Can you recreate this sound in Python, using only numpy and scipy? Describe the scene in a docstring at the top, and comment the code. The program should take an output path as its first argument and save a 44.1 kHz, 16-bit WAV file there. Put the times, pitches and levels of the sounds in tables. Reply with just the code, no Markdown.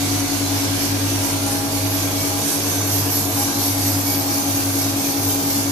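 """Coffee beans tumble in a small drum roaster, indoors, heard from a hand-held stereo microphone that
moves slowly down its front from hopper to drum. Paddles toss them about four times a second in waves of
fine hiss that ring the steel and the microphone's two ports. Under them a drum motor and a blower beat
against each other, the mains hum, a fan adds a chord and air rumbles in the duct; the tones swell in
their standing waves. Now and then the drum squeaks or pings faintly."""
import sys
import numpy as np
from scipy import signal
from scipy.fft import rfft, irfft
from scipy.io import wavfile
from scipy.ndimage import uniform_filter1d

SR = 44100
rng = np.random.default_rng(int(sys.argv[2]) if len(sys.argv) > 2 else 0)


def digitize_waveform(pressure):
    """Quantize a signal to 16-bit integers and store it at the path in sys.argv[1].

    Rows of a 2-D input are taken as channels; values are limited to [-1, 1].
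    """
    field = np.atleast_2d(pressure).T
    bounded = np.clip(field, -1, 1)
    quanta = np.round(bounded * 32767).astype(np.int16)
    wavfile.write(sys.argv[1], SR, quanta)


N = 251811
TIME, FREQS = np.arange(N) / SR, np.fft.rfftfreq(N, 1 / SR)
MOVE_S, MOVE_EASE_S = 2.2, 0.27  # the microphone's move from hopper to drum: halfway time, easing

# waves of beans thrown by the paddles: (loudest at [s], swell of the falling beans [dB])
TOSSES = [(.11, 1), (.38, 1.5), (.61, 2.5), (.84, 2), (1.07, 1.3), (1.28, 3.5), (1.53, 2.3), (1.76, 2.5),
          (2.0, 2.5), (2.24, 3), (2.49, 4), (2.72, 3.5), (2.95, 4.5), (3.17, 4), (3.42, 4), (3.65, 5),
          (3.88, 4.5), (4.11, 3.5), (4.36, 3.5), (4.58, 3), (4.82, 3.5), (5.06, 3.2), (5.3, 2.5),
          (5.54, 3.5)]
# how strongly the beans reach the microphone: (time [s], gain [dB])
BEAN_GAIN = [(0, -0.6), (.7, -0.8), (1.7, -2.5), (2.5, -1), (2.8, -1.7), (3.35, -1.5), (3.63, -1.4),
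             (4.1, -2.1), (4.8, -1.8), (5.25, -2), (5.7, -2)]
# base spectrum of the tumbling beans: (frequency [Hz], left [dB/Hz], right [dB/Hz])
BEAN_HISS = [(925, -100, -92), (1550, -64, -70.5), (1870, -69.5, -69), (2210, -64.5, -67.5),
             (2700, -67.5, -66.5), (3540, -65.5, -66.5), (4400, -63.5, -63), (5220, -63.5, -61),
             (6000, -64.5, -59), (7270, -69, -62.5), (7850, -64.5, -69.5), (8660, -72, -63),
             (11000, -66.5, -66.5), (13200, -71, -69.5), (15400, -84, -78)]
# resonances of the microphone's ports: (frequency [Hz], width [Hz], relative level [dB])
PORT_MODES = [(11260, 540, 1), (11930, 600, 1.5), (12380, 630, -0.5)]
# hiss in those resonances: (time [s], left [dB], right [dB])
PORT_LEVELS = [(0, -36, -31), (1.4, -37, -29.5), (1.8, -33.5, -28.5), (2.3, -39, -26.5), (3.1, -33, -26.5),
               (3.7, -29.5, -28), (4.45, -33, -31.5), (5.05, -34, -31), (5.7, -31, -31)]
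# sharp peak that shifts as the microphone turns: (time [s], frequency [Hz], level [dB], right lag [rad])
SIZZLE = [(0, 12350, -39, 3), (2.3, 12430, -35, 3), (2.75, 12370, -38, 1.5), (3.1, 12100, -31, 1.1),
          (3.4, 12380, -34, 0.091), (3.7, 12500, -35, 1.2), (4.08, 11980, -29, 0.44),
          (4.35, 12200, -26, 3.6), (4.8, 12420, -26.5, 2.6), (5.05, 12300, -30, 2.8),
          (5.3, 12270, -23.5, 2.6), (5.7, 12450, -27, 3.4)]
# modes of the steel drum: (frequency [Hz], width [Hz], left [dB], right [dB])
DRUM_MODES = [(1602, 30, -53, -55), (2255, 60, -52, -54), (2480, 200, -53, -52), (4770, 50, -56, -51),
              (5030, 40, -54, -51), (6110, 130, -45.5, -42.3), (6280, 70, -50, -44), (6640, 60, -48, -51),
              (8130, 64, -53, -51), (9340, 480, -43.5, -45)]
# beans sliding on steel: (middle [s], half width [s], frequency [Hz], width [Hz], level [dB])
RUSTLES = [(.15, .1, 1000, 350, -41), (.58, .1, 970, 320, -36), (1.28, 0.11, 930, 320, -33.5),
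           (2.52, .09, 9000, 3800, -29), (2.75, .12, 2100, 1300, -41), (3.02, .12, 1900, 1200, -41),
           (3.42, .17, 1080, 260, -38), (4.33, 0.091, 1150, 300, -39), (5.6, 0.15, 1900, 1200, -48)]
# the motor tones along the microphone's path, with a node near 3 s:
# (time [s], drum left [dB], drum right [dB], blower left [dB], blower right [dB])
MOTOR_LEVELS = [(0, -26.6, -27.5, -25, -42), (.7, -26.5, -28.8, -25.5, -40), (1.5, -27.5, -28, -28, -37),
                (1.8, -27.5, -28.5, -29, -32), (2.1, -30, -30, -27.3, -33),
                (2.65, -33.3, -35.3, -26.5, -32.5), (3.05, -30.2, -35.6, -28, -35),
                (3.45, -26.5, -31, -28.5, -36), (4.05, -26.5, -29.5, -26.5, -35),
                (4.7, -24.9, -27.5, -30.5, -39), (5.7, -25.2, -27.9, -28.5, -35)]
# the blower tone's lag at the right port: (time [s], lag [rad])
BLOWER_LAG = [(0, 0.93), (1.7, 1.3), (3.1, 0.46), (4.2, -0.47), (5.7, -0.34)]
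# weaker orders of the drum motor's shaft: (multiple, left [dB], right [dB])
SHAFT_ORDERS = [(5, -46, -46), (7, -43, -72), (8, -44.5, -55), (12, -44.5, -49.5), (19, -70, -57)]
# slow swell of the mains hum: (time [s], level [dB])
HUM_LEVEL = [(0, -30.5), (.22, -27), (.4, -25), (.75, -27), (1.08, -25.5), (1.35, -25.5), (1.8, -27.5),
             (2.05, -29.5), (2.36, -27), (2.65, -30), (3.0, -26.5), (3.2, -29.6), (3.42, -26.5),
             (3.65, -28.5), (3.95, -27.7), (4.1, -31.5), (4.33, -28), (4.7, -28), (4.82, -31), (4.93, -31),
             (5.1, -30), (5.21, -24), (5.31, -24.5), (5.37, -32), (5.6, -34), (5.7, -30)]
# brief dips in the hum: (time [s], half width [s], depth [dB])
HUM_DIPS = [(.31, .035, -11), (.44, .025, -4), (.63, .03, -7), (.84, .045, -11), (1.28, .028, -17),
            (1.55, .035, -5), (1.65, .035, -12), (2.26, .025, -14), (2.5, .06, -16), (2.74, .03, -7),
            (3.52, .035, -14), (4.45, .05, -7), (4.59, .025, -9), (5.05, .035, -12), (5.15, .035, -18),
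            (5.44, .025, -6)]
# the fan's blade tone before panning, swelling about once a second: (time [s], level [dB])
BLADE_LEVEL = [(0, -47), (0.38, -55), (0.52, -37), (0.7, -49), (0.88, -41), (1.0, -49), (1.2, -44),
               (1.58, -37), (1.75, -38), (2.05, -45), (2.27, -33.5), (2.6, -42.5), (2.87, -48), (3.22, -49),
               (3.42, -32.5), (3.7, -39.5), (3.95, -42), (4.25, -36.5), (4.6, -38.5), (4.75, -45),
               (5.05, -41), (5.3, -37.5), (5.7, -50)]
# other loud fan orders before panning:
# (multiple, direct level [dB], reflected share [0-1], swells [1/s], loudest at [s])
FAN_TONES = [(8, -42, 0.4, 0.26, 3.76), (11, -49, 0.6, 0.24, 3.35)]
# weaker fan orders: (multiple, left [dB], right [dB])
FAN_ORDERS = [(5, -54, -54), (6, -51, -48), (7, -52, -57), (10, -47.5, -53), (13, -51, -68)]
# the housing's whine before panning: (time [s], level [dB])
WHINE_LEVEL = [(0, -49), (0.37, -40.5), (0.8, -39.5), (1.0, -43.5), (1.33, -39), (1.8, -36), (2.35, -37),
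               (2.62, -44), (2.87, -41), (3.05, -45), (3.25, -39), (3.5, -41), (3.7, -41), (4.0, -42),
               (4.35, -39), (4.62, -44.5), (4.8, -39.5), (5.1, -45), (5.35, -39), (5.7, -46)]
# faint wavering tones, mostly overtones of the mains hum, motors and fan:
# (frequency [Hz], left [dB], right [dB])
FAINT_TONES = [(400.2, -53, -57), (430.6, -48, -47.5), (980.4, -53, -64), (1151.7, -53.5, -54),
               (1179, -59, -59), (1388.5, -55, -57)]
# base spectrum of the air in the duct: (frequency [Hz], left [dB/Hz], right [dB/Hz])
RUMBLE = [(20, -88, -90), (47.2, -68, -66), (78, -76, -72), (94.6, -61, -57), (106, -55.5, -52),
          (128, -62.5, -61.5), (159.4, -51.5, -53.5), (179, -66, -68), (199, -61.5, -60.5),
          (216, -55.5, -55), (240, -62.5, -64), (295, -60, -61), (348, -59, -58.5), (400, -62, -63.5),
          (585, -62.5, -67), (680, -59.5, -63), (830, -62.5, -65), (1360, -65, -68)]
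# likeness of that air at the two ports: (frequency [Hz], coherence [0-1])
RUMBLE_COHERENCE = [(130, 0.94), (300, 1), (640, 0.35), (1400, 0.048)]
# duct resonances: (frequency [Hz], width [Hz], base left [dB], base right [dB], antinode at [s])
DUCT_MODES = [(333, 27, -42.5, -45, 0.18), (457.5, 50, -45.5, -50.5, 2.4), (828, 70, -44.5, -57, 2.1),
              (1095, 150, -52.5, -52, 3.2)]
# squeaks of the turning drum: (middle [s], length [s], pitch [Hz], level [dB], roughness [cycles])
SQUEAKS = [(0.06, 0.1, 2170, -42, 0.11), (0.105, 0.21, 4520, -42, 0.21), (.36, .25, 1470, -45, .2),
           (0.464, 0.078, 4020, -37, 0.12), (0.59, .07, 2240, -42, .12), (1.098, 0.47, 6060, -41, 0.29),
           (1.326, 0.054, 2250, -41, .12), (1.5, .16, 1385, -46, .12), (2.043, 0.11, 1600, -42.5, .06),
           (2.227, 0.083, 2258, -38, .03), (2.5, .12, 1670, -41.5, .12), (2.818, 0.22, 1550, -43, 0.11),
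           (3.425, 0.086, 2280, -45, .12), (3.5, .08, 1596, -40, .08), (3.862, .04, 2320, -43, 0.11),
           (3.931, 0.15, 5000, -36, 0.22), (4.181, .1, 1590, -45, .1), (4.65, 0.11, 1540, -44, .1),
           (4.801, .1, 2220, -47, 0.099)]
# light pings of the drum: (start [s], pitch [Hz], level [dB], rise [s], t60 [s])
PINGS = [(4.05, 2256, -33, .03, .5), (4.3, 2245, -43, .012, 0.7), (5.296, 3100, -34, .002, 0.1)]


def beans(toss_half_width_s=0.082, lull_db=-1.73, split_hz=4000):
    """Each paddle throws a wave of beans against the drum; the hiss rings the steel and the ports."""
    waves_db = sum(db * passing(s, toss_half_width_s) for s, db in TOSSES)
    toss_db = lull_db + waves_db + 0.27 * drift(22)
    gain_db = curves(BEAN_GAIN)[0]
    low_cut = np.sqrt(1 + (900 / (FREQS + 1)) ** 8)
    shape = amp(spectra(BEAN_HISS)) * np.sqrt(SR / 2) / low_cut
    treble = 1 / (1 + (split_hz / (FREQS + 1)) ** 8)
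    # sliding beans give a steadier, duller rustle than those that fall
    slide_db = 0.29 * toss_db + gain_db + mic_move(hopper=1.9, drum=-0.5)
    sliding = colour(impacts(slide_db, wash=0.46), shape * np.sqrt(1 - treble))
    falling = colour(impacts(toss_db + gain_db, wash=0.55), shape * np.sqrt(treble))
    hiss = patchy(sliding + falling, patch_db=2.5)
    return hiss + drum_ring(0.54 * toss_db) + port_sizzle(1.75 * toss_db + 0.5 * drift(9.8))


def impacts(level_db, wash, per_s=5000, spread_db=3.0, scatter_s=0.0054, paths=6):
    """Countless bean impacts, each scattered briefly along one of several paths, over a diffuse wash."""
    sizes = amp(spread_db * np.minimum(rng.exponential(1, N), 5))
    clicks = sizes * (rng.random(N) < per_s / SR) * rng.choice([-1, 1], N)
    path, t = rng.integers(0, paths, N), TIME[:1024]
    scatter = rfft(rng.standard_normal((paths, 2, len(t))) * np.exp(-t / scatter_s))
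    scatter = irfft(scatter / abs(scatter))  # flat spectrum: smears a click without colouring it
    grains = sum(signal.oaconvolve((clicks * (path == k))[None], scatter[k], axes=1)[:, :N]
                 for k in range(paths))
    diffuse = rng.standard_normal((2, N))
    return (np.sqrt(1 - wash) * evened(grains) + np.sqrt(wash) * diffuse) * amp(level_db)


def port_sizzle(toss_db, peak_width_hz=400):
    """The finest hiss rings the microphone's two ports; its sharp, moving peak lags at the right one."""
    power = sum((amp(db) * resonance(hz, width)) ** 2 for hz, width, db in PORT_MODES)
    ringing = colour(impacts(toss_db, wash=0.59), np.sqrt(power))
    broad = evened(patchy(ringing, patch_db=4.0))
    peak_hz, peak_db, lag = curves(SIZZLE)
    # slow noise carried up to the moving peak
    real, imag = colour(rng.standard_normal((2, 2, N)), resonance(0, peak_width_hz))
    carrier = np.exp(2j * np.pi * np.cumsum(peak_hz) / SR)
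    left, right = pair(*(real + 1j * imag), coherence=0.9) * carrier
    sharp = evened(np.array([left, right * np.exp(-1j * lag)]).real * amp(0.86 * toss_db))
    return pair(*broad, coherence=0.25) * amp(curves(PORT_LEVELS)) + sharp * amp(peak_db)


def drum_ring(toss_db, swell_db=4.0):
    """The beans ring the drum's modes, each swelling as the load shifts."""
    knocks = rfft(impacts(toss_db, wash=0.14, per_s=300))
    return sum(evened(irfft(knocks * resonance(hz, width), N))
               * amp(np.array([[left], [right]]) + swell_db * drift(3.7))
               for hz, width, left, right in DRUM_MODES)


def rustles():
    """Now and then part of the load slides down the drum wall and rustles louder."""
    grains = impacts(0, wash=0.56)
    return sum(evened(colour(grains, resonance(hz, width))) * amp(db) * passing(s, half)
               for s, half, hz, width, db in RUSTLES)


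def motors(drum_hz=277.955, blower_hz=287.866, first_beat_s=0.028, slip_turns=0.24):
    """Drum motor and blower throb ten times a second; the drum tone dips and slips at its node."""
    t = TIME - first_beat_s
    drum_turns = drum_hz * t + slip_turns * passing(3.45, 1.35)
    drum_left, drum_right, blower_left, blower_right = curves(MOTOR_LEVELS)
    drum = tone(drum_turns, drum_left, drum_right, lag=0.41)
    blower = tone(blower_hz * t, blower_left, blower_right, lag=curves(BLOWER_LAG)[0])
    shaft_turns = drum_turns / 6  # the drum tone is the shaft's sixth order
    orders = sum(wavering(k * shaft_turns + rng.random(), left, right, waver_db=2.5, smear_turns=0.016)
                 for k, left, right in SHAFT_ORDERS)
    thrum_db = mic_move(hopper=-45.5, drum=-51.5) + passing(MOVE_S, MOVE_EASE_S)
    return drum + blower + orders + tone(shaft_turns, thrum_db, thrum_db)


def mains(hum_hz=100.04, neighbour_hz=101.05, neighbour_db=-12, first_beat_s=0.95, flutter_db=1.44):
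    """The mains hum swells, flutters and briefly dips; a weaker tone beats with it once a second."""
    dips_db = sum(db * passing(s, half) for s, half, db in HUM_DIPS)
    level_db = curves(HUM_LEVEL)[0] + flutter_db * drift(12) + dips_db
    t, waver = TIME - first_beat_s, 0.028 * drift(14)
    hum = tone(hum_hz * t + waver, level_db, level_db)
    return hum + amp(neighbour_db) * tone(neighbour_hz * t + waver, level_db, level_db)


def fan(shaft_hz=90.8, sag_hz_per_s=0.036, blades=9, whine_hz=643.1, left_db=1.0, right_db=-4):
    """Left of the microphone, a slightly slowing fan sounds a chord, churns the air and whines."""
    turns = np.cumsum(shaft_hz - sag_hz_per_s * TIME) / SR
    blade_db = curves(BLADE_LEVEL)[0]
    loud = [(k * turns, standing_wave(*swell)) for k, *swell in FAN_TONES]
    loud += [(whine_hz * TIME, curves(WHINE_LEVEL)[0]), (blades * turns, blade_db)]
    chord = sum(wavering(phase + rng.random(), db + left_db, db + right_db, 0.5, smear_turns=0.012)
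                for phase, db in loud)
    # a narrow band of air noise around the blade tone, 7 dB under it
    real, imag = colour(rng.standard_normal((2, N)), resonance(0, width_hz=28))
    churn = evened(((real + 1j * imag) * np.exp(2j * np.pi * blades * turns)).real)
    churn = churn * amp(blade_db - 7 + np.array([[left_db], [right_db]]))
    orders = sum(wavering(k * turns + rng.random(), left, right, waver_db=3.0, smear_turns=0.036)
                 for k, left, right in FAN_ORDERS)
    return chord + churn + orders


def duct(bass_hz=170, top_hz=1400):
    """Turbulent air, nearly mono in the bass; its rush and resonances swell as the microphone passes."""
    coherence = spectra(RUMBLE_COHERENCE)[0]
    air = pair(*rfft(rng.standard_normal((2, N))), coherence)
    shape = amp(spectra(RUMBLE)) * np.sqrt(SR / 2) / np.sqrt(1 + (FREQS / top_hz) ** 10)
    rumble = air * room_ripple() * shape
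    bass = 1 / (1 + (FREQS / bass_hz) ** 6)
    eddies = pair(*rfft(rng.standard_normal((2, N))), coherence)
    moans = np.zeros((2, N))
    for hz, width, left, right, s in DUCT_MODES:
        level_db = standing_wave(np.array([[left], [right]]), reflected=0.29, per_s=0.24, loudest_s=s)
        moans += evened(irfft(eddies * resonance(hz, width), N)) * amp(level_db + 0.86 * drift(2.03))
    nearness = 0.5 + 1.2 * passing(2.8, 1)
    rush = irfft(rumble * (1 - bass), N) * amp(0.78 * nearness)
    return irfft(rumble * bass, N) + rush + moans * amp(2.0 * nearness)


def squeaks():
    """Short, slightly rough squeaks where steel rubs as the drum turns."""
    jitter, out = drift(60), np.zeros((2, N))
    for s, length, hz, db, rough in SQUEAKS:
        near = abs(TIME - s) < 2 * length
        t = TIME[near] - s
        envelope = np.exp(-(2 * t / length) ** 2)
        out[:, near] += envelope * tone(hz * t + rough * jitter[near], db, db, lag=0.22)
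    return out


def pings(rough_turns=0.025):
    """A bean strikes the steel, which rings one note and dies away."""
    jitter, out = drift(60), np.zeros((2, N))
    for s, hz, db, rise, t60 in PINGS:
        t = np.maximum(TIME - s, 0)
        envelope = np.minimum(t / rise, 1) * amp(-60 * t / t60)
        out += envelope * tone(hz * t + rough_turns * jitter, db, db, lag=0.22)
    return out


def faint_tones():
    """Faint wavering tones in the background, mostly overtones of the mains hum, motors and fan."""
    return sum(wavering(hz * TIME + rng.random(), left, right, waver_db=4.0, smear_turns=0.02)
               for hz, left, right in FAINT_TONES)


def steel_song(hz=4764, db=-53, rough_turns=0.22, start_s=3.6, ease_s=0.3):
    """The turning drum starts to sing one faint, unsteady note."""
    fade_in = (1 + np.tanh((TIME - start_s) / ease_s)) / 2
    return fade_in * wavering(hz * TIME + rough_turns * drift(30), db, db, waver_db=3, smear_turns=0.05)


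def patchy(x, patch_db):
    """Reflections make narrow parts of a hiss come and go at the microphone."""
    bands = signal.stft(x, nperseg=1024, noverlap=768)[2]
    patches = uniform_filter1d(rng.standard_normal(bands.shape), size=22, axis=2)  # along time
    patches = uniform_filter1d(patches, size=4, axis=1)  # along frequency
    gain = amp(patch_db * patches / patches.std())
    return signal.istft(bands * gain, nperseg=1024, noverlap=768)[1][:, :N]


def room_ripple(depth_db=1.6, spacing_hz=9):
    """The room favours some frequencies and swallows others, less so in the bass."""
    ripple = uniform_filter1d(rng.standard_normal(len(FREQS)), size=round(spacing_hz * N / SR))
    return amp(depth_db * evened(ripple) * np.clip(FREQS / 400, 0, 1))


def standing_wave(db, reflected, per_s, loudest_s):
    """Level of a tone plus its reflection along the microphone's path: broad swells, narrow dips."""
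    reflection = reflected * np.exp(2j * np.pi * per_s * (TIME - loudest_s))
    return db + 20 * np.log10(abs(1 + reflection))


def wavering(turns, left_db, right_db, waver_db, smear_turns):
    """A tone that wanders in level and phase among the room's standing waves."""
    swell_db = waver_db * drift(2.5)
    turns = turns + smear_turns * drift(4)
    return tone(turns, left_db + swell_db, right_db + swell_db, lag=0.31 * drift(0.44))


def tone(turns, left_db, right_db, lag=0.):
    """A sine heard at both ports, the right one lagging by some radians."""
    angle = 2 * np.pi * turns
    return np.sqrt(2) * np.array([amp(left_db) * np.sin(angle), amp(right_db) * np.sin(angle - lag)])


def mic_move(hopper, drum):
    """Glides from a value at the hopper to a value at the drum as the microphone moves."""
    return hopper + (drum - hopper) * (1 + np.tanh((TIME - MOVE_S) / MOVE_EASE_S)) / 2


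def passing(s, half_width_s):
    """Rises to 1 at time s and falls again."""
    return np.exp(-((TIME - s) / half_width_s) ** 2)


def pair(a, b, coherence):
    """Left and right of the given coherence from two unrelated noises."""
    return np.array([a, coherence * a + np.sqrt(1 - coherence ** 2) * b])


def drift(rate):
    """Slow random wander of rms 1, moving up to rate times a second."""
    t = TIME[::256]
    waves = sum(np.sin(2 * np.pi * (hz * t + rng.random())) for hz in rate * np.geomspace(0.1, 1, 12))
    return np.interp(TIME, t, evened(waves))


def resonance(hz, width_hz):
    """Gain of one steep resonance at each frequency."""
    return 1 / (1 + ((FREQS - hz) / (0.42 * width_hz)) ** 2)


def colour(x, gain):
    """Filters x by a gain for each frequency."""
    return irfft(rfft(x) * gain, N)


def curves(rows):
    """The columns of a time table, one value a sample."""
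    s, *columns = np.transpose(rows)
    return np.array([np.interp(TIME, s, c) for c in columns])


def spectra(rows):
    """The columns of a frequency table, joined on a log axis."""
    hz, *columns = np.transpose(rows)
    return np.array([np.interp(np.log(FREQS + 1), np.log(hz + 1), c) for c in columns])


def evened(x):
    """Scales each channel to rms 1."""
    return x / np.sqrt(np.mean(x ** 2, axis=-1, keepdims=True) + 1e-20)


def amp(db):
    """Decibels to gain."""
    return 10 ** (np.asarray(db) / 20)


def scene():
    """The whole roaster, heard from in front."""
    drone = mains() + motors() + fan() + faint_tones() + duct()
    return drone + beans() + rustles() + squeaks() + pings() + steel_song()


def record(dry, edge_hz=15300):
    """The recorder's band limit cuts the highest treble."""
    low_pass = signal.firwin(511, edge_hz, window=("kaiser", 9), fs=SR)
    return signal.oaconvolve(dry, low_pass[None], "same")


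dry = scene()
out = record(dry)
digitize_waveform(out)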